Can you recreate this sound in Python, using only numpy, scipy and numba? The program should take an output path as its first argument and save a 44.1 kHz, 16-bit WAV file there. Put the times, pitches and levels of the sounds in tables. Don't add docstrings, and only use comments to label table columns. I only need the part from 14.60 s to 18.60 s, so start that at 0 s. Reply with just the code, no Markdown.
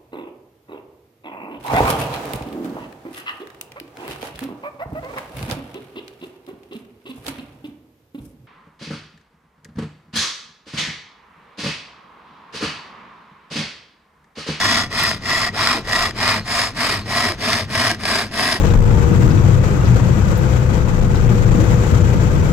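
import sys
import numpy as np
from scipy import signal
from scipy.fft import rfft, irfft
from scipy.io import wavfile
from numba import njit

SR = 44100
rng = np.random.default_rng(int(sys.argv[2]) if len(sys.argv) > 2 else 0)


def put_to_file(sound):
    columns = np.atleast_2d(sound).T
    safe = np.clip(columns, -1, 1)
    whole_steps = np.round(safe * 32767)
    wavfile.write(sys.argv[1], SR, whole_steps.astype(np.int16))


N = 176400
TAPS = 4096

# (start [s], speeding up [s],
# slowing down [s], rasp [dB], treble [dB], pipe ring [dB], zip [dB], wire hum [dB])
STROKES = [(-.08, 0.13, .11, 1, 2.1, 1.5, -4, 4.5), (.283, 0.15, 0.19, 1.85, 2, 0, -1, -2),
           (0.599, .14, 0.089, .4, 2, 1, -5, -3.5), (0.918, 0.1, .13, 0.56, 0, 1, 6, 0),
           (1.23, 0.14, 0.11, 1.2, 1, 1.5, 2, -4), (1.53, 0.13, 0.12, 1.6, -0.5, 1, 3.5, 0.5),
           (1.83, 0.13, 0.12, 0.5, 1, -8, -5, -5), (2.13, 0.12, 0.15, 1.6, 0.5, -1, -3, 0),
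           (2.438, 0.13, 0.11, -0.5, 1, -3, 2.5, 0), (2.764, 0.13, 0.14, 0.66, 1, -4, -0.5, 2),
           (3.069, 0.146, 0.11, 1.2, 0.5, -1.5, -0.5, 3.5), (3.373, 0.16, 0.15, 0.85, 1, -10, 0, 2),
           (3.696, 0.12, 0.1, 0, 1.9, 1, -2, 3.5)]
# (time [s], strength [dB])
SNAGS = [(0.327, -8.5), (0.438, -5), (1.028, -6), (1.072, 5), (1.3317, 0), (1.3907, -2), (1.509, -11),
         (1.631, -13), (1.678, 4), (1.878, -13), (2.206, -3), (2.524, -6), (2.72, -4), (3.15, -7),
         (3.2, -1), (3.314, 1.5), (3.347, -12), (3.454, 1), (3.967, -14)]
# (frequency [Hz], level [dB])
WOOD_COLOUR = [(60, -23.5), (200, -19.5), (400, -8.5), (520, -11), (820, -12.5), (1050, -5), (1330, -3.5),
               (1480, -9), (1700, -1), (2200, -1), (2800, -7), (4000, -4.5), (4400, -8), (4750, -1.5),
               (5200, 0.5), (5800, -10.5), (6400, -18), (8200, -17), (10200, -21.5), (11100, -27),
               (12300, -25), (13000, -31), (14000, -32), (15500, -69)]
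# (frequency [Hz], width [Hz], level pulling left [dB], pulling right [dB], change with time [dB/s])
BODY_MODES = [(410, 60, -14.5, -12, 3.5), (658, 84, 2, 0.5, 1.15), (717, 39, 4, -5.5, 1),
              (926, 82, 0.5, 0, -0.5), (1055, 67, 6.5, 2.5, 0), (1187, 96, 4.5, 2.5, -1),
              (1386, 136, 2, 3.5, -3.5), (1623, 140, -8, -8.5, 3.5), (1925, 116, 10, 7, 0),
              (2454, 76, -30, 5.5, -4), (3380, 130, 3, -23, -11.5), (6860, 460, -10.5, -29, -1.5),
              (10100, 1600, -23, -26, 2.5)]
# (time [s], frequency [Hz])
PIPE_OVERTONE = [(0, 6440), (.8, 6660), (1.1, 7360), (1.7, 7550), (2.4, 8050), (2.9, 9610), (4, 10500)]
# (time [s], pitch [Hz], level [dB])
SQUEAKS = [(.487, 5160, -24), (.97, 4570, -43), (1.825, 4200, -45), (2.425, 4230, -45)]
# (time [s], pitch [Hz], level [dB])
KNOCKS = [(0.134, 157, -28), (0.424, 154, -22), (1.149, 297, -21.5), (2.658, 410, -25), (2.70, 355, -22),
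          (3.316, 332, -22.5), (3.949, 370, -25)]
# (time [s], level [dB])
LOG_LEVEL = [(0, -34), (.6, -37), (1.1, -37), (1.75, -32), (2, -40.5), (2.4, -31), (2.85, -35.5),
             (3.1, -26), (3.4, -35.5), (4, -42.5)]
# (frequency [Hz], level [dB])
AIR_COLOUR = [(20, -11), (35, -1), (55, -5.5), (80, -2.5), (150, -3), (300, -9.5), (600, -20), (2000, -22),
              (6000, -31), (15000, -78.5)]
# (frequency [Hz], level against the direct sound [dB])
GROUND_SCATTER = [(100, -24), (1000, -9.5), (2000, -13), (3300, -1), (4300, -1), (5000, -7), (6000, -12.5),
                  (6800, -10), (9800, -5), (14000, -10)]
# (frequency [Hz], left minus right [dB])
STEREO_BALANCE = [(100, 1.9), (600, 1), (1200, -1), (2000, 0.2), (4000, 1), (5500, 3), (6500, -1),
                  (8300, -6), (9300, -7.5), (10200, -23), (11000, -9), (14000, -6)]
# (frequency [Hz], lead of the left side [rad])
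STEREO_PHASE = [(20, 0), (500, 0.35), (1000, 0.13), (2000, -0.95), (4000, -0.5), (5100, -2), (5800, -5.5),
                (6300, -2 * np.pi)]


def saw(t, speed, since_turn, stroke, chatter, rings):
    pressure, bite, pipe_gain, zip_gain, hum_gain = undb(np.array(STROKES).T[3:])[:, stroke]
    stuck_db = -4.5 * (since_turn < .016)
    force = undb(-19 + stuck_db) * pressure * (.05 + speed ** 1.85) * chatter
    rasp = log_and_pipe(t, tearing(speed, force, bite) + snags(t), stroke, rings, pipe_gain)
    wire = zip_gain * wire_zip(speed, chatter) + hum_gain * wire_hum(speed)
    return rasp + wire + log_rumble(t, speed)


def arm_motion(t, last_turn_s=4.01):
    start, rise, fall = np.array(STROKES).T[:3]
    end = np.append(start[1:], last_turn_s)
    stroke = np.maximum(np.searchsorted(start, t, side="right") - 1, 0)
    since_turn = t - start[stroke]
    ease = lambda u: np.sin(np.pi / 2 * np.clip(u, 0, 1))
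    speed = ease(since_turn / rise[stroke]) * ease((end[stroke] - t) / fall[stroke])
    return speed, since_turn, stroke


def tearing(speed, force, bite, treble_hz=2780):
    chance = np.clip(7500 * (speed + .15) / SR, 0, 1)
    size = undb(3 * np.minimum(noise(), 2)) * np.sign(noise())
    clicks = unit((rng.random(N) < chance) * size / np.sqrt(chance)) * force
    hz = np.arange(N // 2 + 1) * SR / N
    dull = irfft(rfft(clicks) / (1 + (hz / treble_hz) ** 4), N)
    return dull + (clicks - dull) * bite * (.68 + .32 * speed ** .42)


def snags(t, decay_s=.0018):
    bursts = sum(undb(db - 9.5) * (t >= s) * np.exp(-np.abs(t - s) / decay_s) for s, db in SNAGS)
    return bursts * noise()


def body_rings(ripple_hz=130.2, ripple_db=1.97):
    f, rings = np.arange(TAPS // 2 + 1) * SR / TAPS, []
    for k, (start, *_) in enumerate(STROKES):
        power = undb(curve(WOOD_COLOUR, TAPS)) ** 2
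        for hz, width, left, right, growth in BODY_MODES:
            peak = undb((left, right)[k % 2] + growth * start)
            power += peak ** 2 / (1 + (2 * (f - hz) / width) ** 2) ** 1.54
        ripple = np.interp(f / ripple_hz, np.arange(len(f)), noise(len(f))) * np.minimum(f / 3000, 1)
        rings.append(impulse_response(unit(np.sqrt(power) * undb(ripple_db * ripple))))
    return rings


def log_and_pipe(t, drive, stroke, rings, pipe_gain):
    body = np.zeros(N + TAPS)
    for k in np.unique(stroke):
        span = np.flatnonzero(stroke == k)
        body[span[0]:span[-1] + TAPS] += signal.fftconvolve(drive[span], rings[k])
    body = body[:N]
    pipe = bandpass(body, hz=1934, width_hz=78)
    overtone = bandpass(body, np.interp(t, *np.array(PIPE_OVERTONE).T), width_hz=340)
    return body + (pipe_gain - 1) * pipe + .23 * overtone


def wire_zip(speed, chatter, slow_hz=242, fast_hz=1176, width_hz=346):
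    hz = (slow_hz + (fast_hz - slow_hz) * speed ** 2) * undb(.5 * wander(40))
    tone = bandpass(bandpass(noise(), hz, width_hz), hz, 2 * width_hz)
    return undb(-32) * unit(tone) * chatter * speed


def wire_hum(speed, slack_hz=206, taut_hz=240.7):
    hz = slack_hz + (taut_hz - slack_hz) * speed ** 2
    return undb(-34.5) * unit(bandpass(noise() * (speed + .083), hz, width_hz=21))


def wire_squeaks(t):
    return sum(undb(db) * swell(t, s, hz, width_hz=190, spread_s=.032) for s, hz, db in SQUEAKS)


def fibre_snap(t):
    return undb(-13.5) * ping(t, at_s=.436, hz=12000, decay_s=.0009)


def log_knocks(t):
    return sum(undb(db) * ping(t, s, hz, decay_s=.014) for s, hz, db in KNOCKS)


def log_rumble(t, speed, hz=101.5, width_hz=23.3):
    shake = noise() * (speed + 2.6)
    rumble = bandpass(bandpass(shake, hz, width_hz), hz, 2 * width_hz)
    return undb(np.interp(t, *np.array(LOG_LEVEL).T)) * unit(rumble)


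def deep_swell(t):
    return undb(-39) * swell(t, at_s=1.55, hz=34.7, width_hz=6, spread_s=.4)


def outdoor_air():
    return undb(-35.5) * unit(irfft(rfft(noise()) * undb(curve(AIR_COLOUR)), N))


def stereo_image(direct, scattered, accents):
    scatter, sides = undb(curve(GROUND_SCATTER)), np.array([[1], [-1]])
    bed = (rfft(direct) + sides * scatter * rfft(scattered)) / np.sqrt(1 + scatter ** 2)
    balance = undb(sides * curve(STEREO_BALANCE) / 2)
    balance /= np.sqrt(np.mean(balance ** 2, axis=0))
    phase = np.exp(1j * curve(STEREO_PHASE) * np.array([[1], [0]]))
    return irfft((bed + rfft(accents)) * phase * balance, N)


def ping(t, at_s, hz, decay_s):
    age = np.maximum(t - at_s, 0)
    return np.sin(2 * np.pi * hz * age) * np.exp(-age / decay_s)


def swell(t, at_s, hz, width_hz, spread_s):
    return np.exp(-((t - at_s) / spread_s) ** 2) * unit(bandpass(noise(), hz, width_hz))


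@njit
def bandpass(x, hz, width_hz):
    centre = hz * np.ones(len(x))
    y, band, low = np.empty(len(x)), 0., 0.
    for i in range(len(x)):
        g, damping = np.tan(np.pi * centre[i] / SR), width_hz / centre[i]
        v = (band + g * (x[i] - low)) / (1 + g * (g + damping))
        band, low, y[i] = 2 * v - band, low + 2 * g * v, damping * v
    return y


def impulse_response(gain):
    cepstrum = irfft(np.log(gain))
    cepstrum[1:TAPS // 2] *= 2
    cepstrum[TAPS // 2 + 1:] = 0
    return irfft(np.exp(rfft(cepstrum)))


def curve(points, size=N):
    hz, value = np.array(points, float).T
    return np.interp(np.log(np.arange(size // 2 + 1) * SR / size + 1), np.log(hz), value)


def wander(hz):
    return unit(np.interp(np.arange(N) * hz / SR, np.arange(N), noise()))


def noise(size=N):
    return rng.standard_normal(size)


def undb(db):
    return 10 ** (np.asarray(db) / 20)


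def unit(x):
    return x / np.sqrt(np.mean(x ** 2))


def scene():
    t = np.arange(N) / SR
    speed, since_turn, stroke = arm_motion(t)
    chatter = unit(undb(1.5 * wander(hz=425.4) + wander(hz=109.4)))
    rings = body_rings()
    direct, scattered = (saw(t, speed, since_turn, stroke, chatter, rings) + outdoor_air()
                         for _ in range(2))
    accents = fibre_snap(t) + log_knocks(t) + wire_squeaks(t) + deep_swell(t)
    return stereo_image(direct, scattered, accents)


def record(dry, top_hz=15600):
    return signal.sosfilt(signal.ellip(8, .2, 70, top_hz, fs=SR, output="sos"), dry)


dry = scene()
out = record(dry)
put_to_file(out)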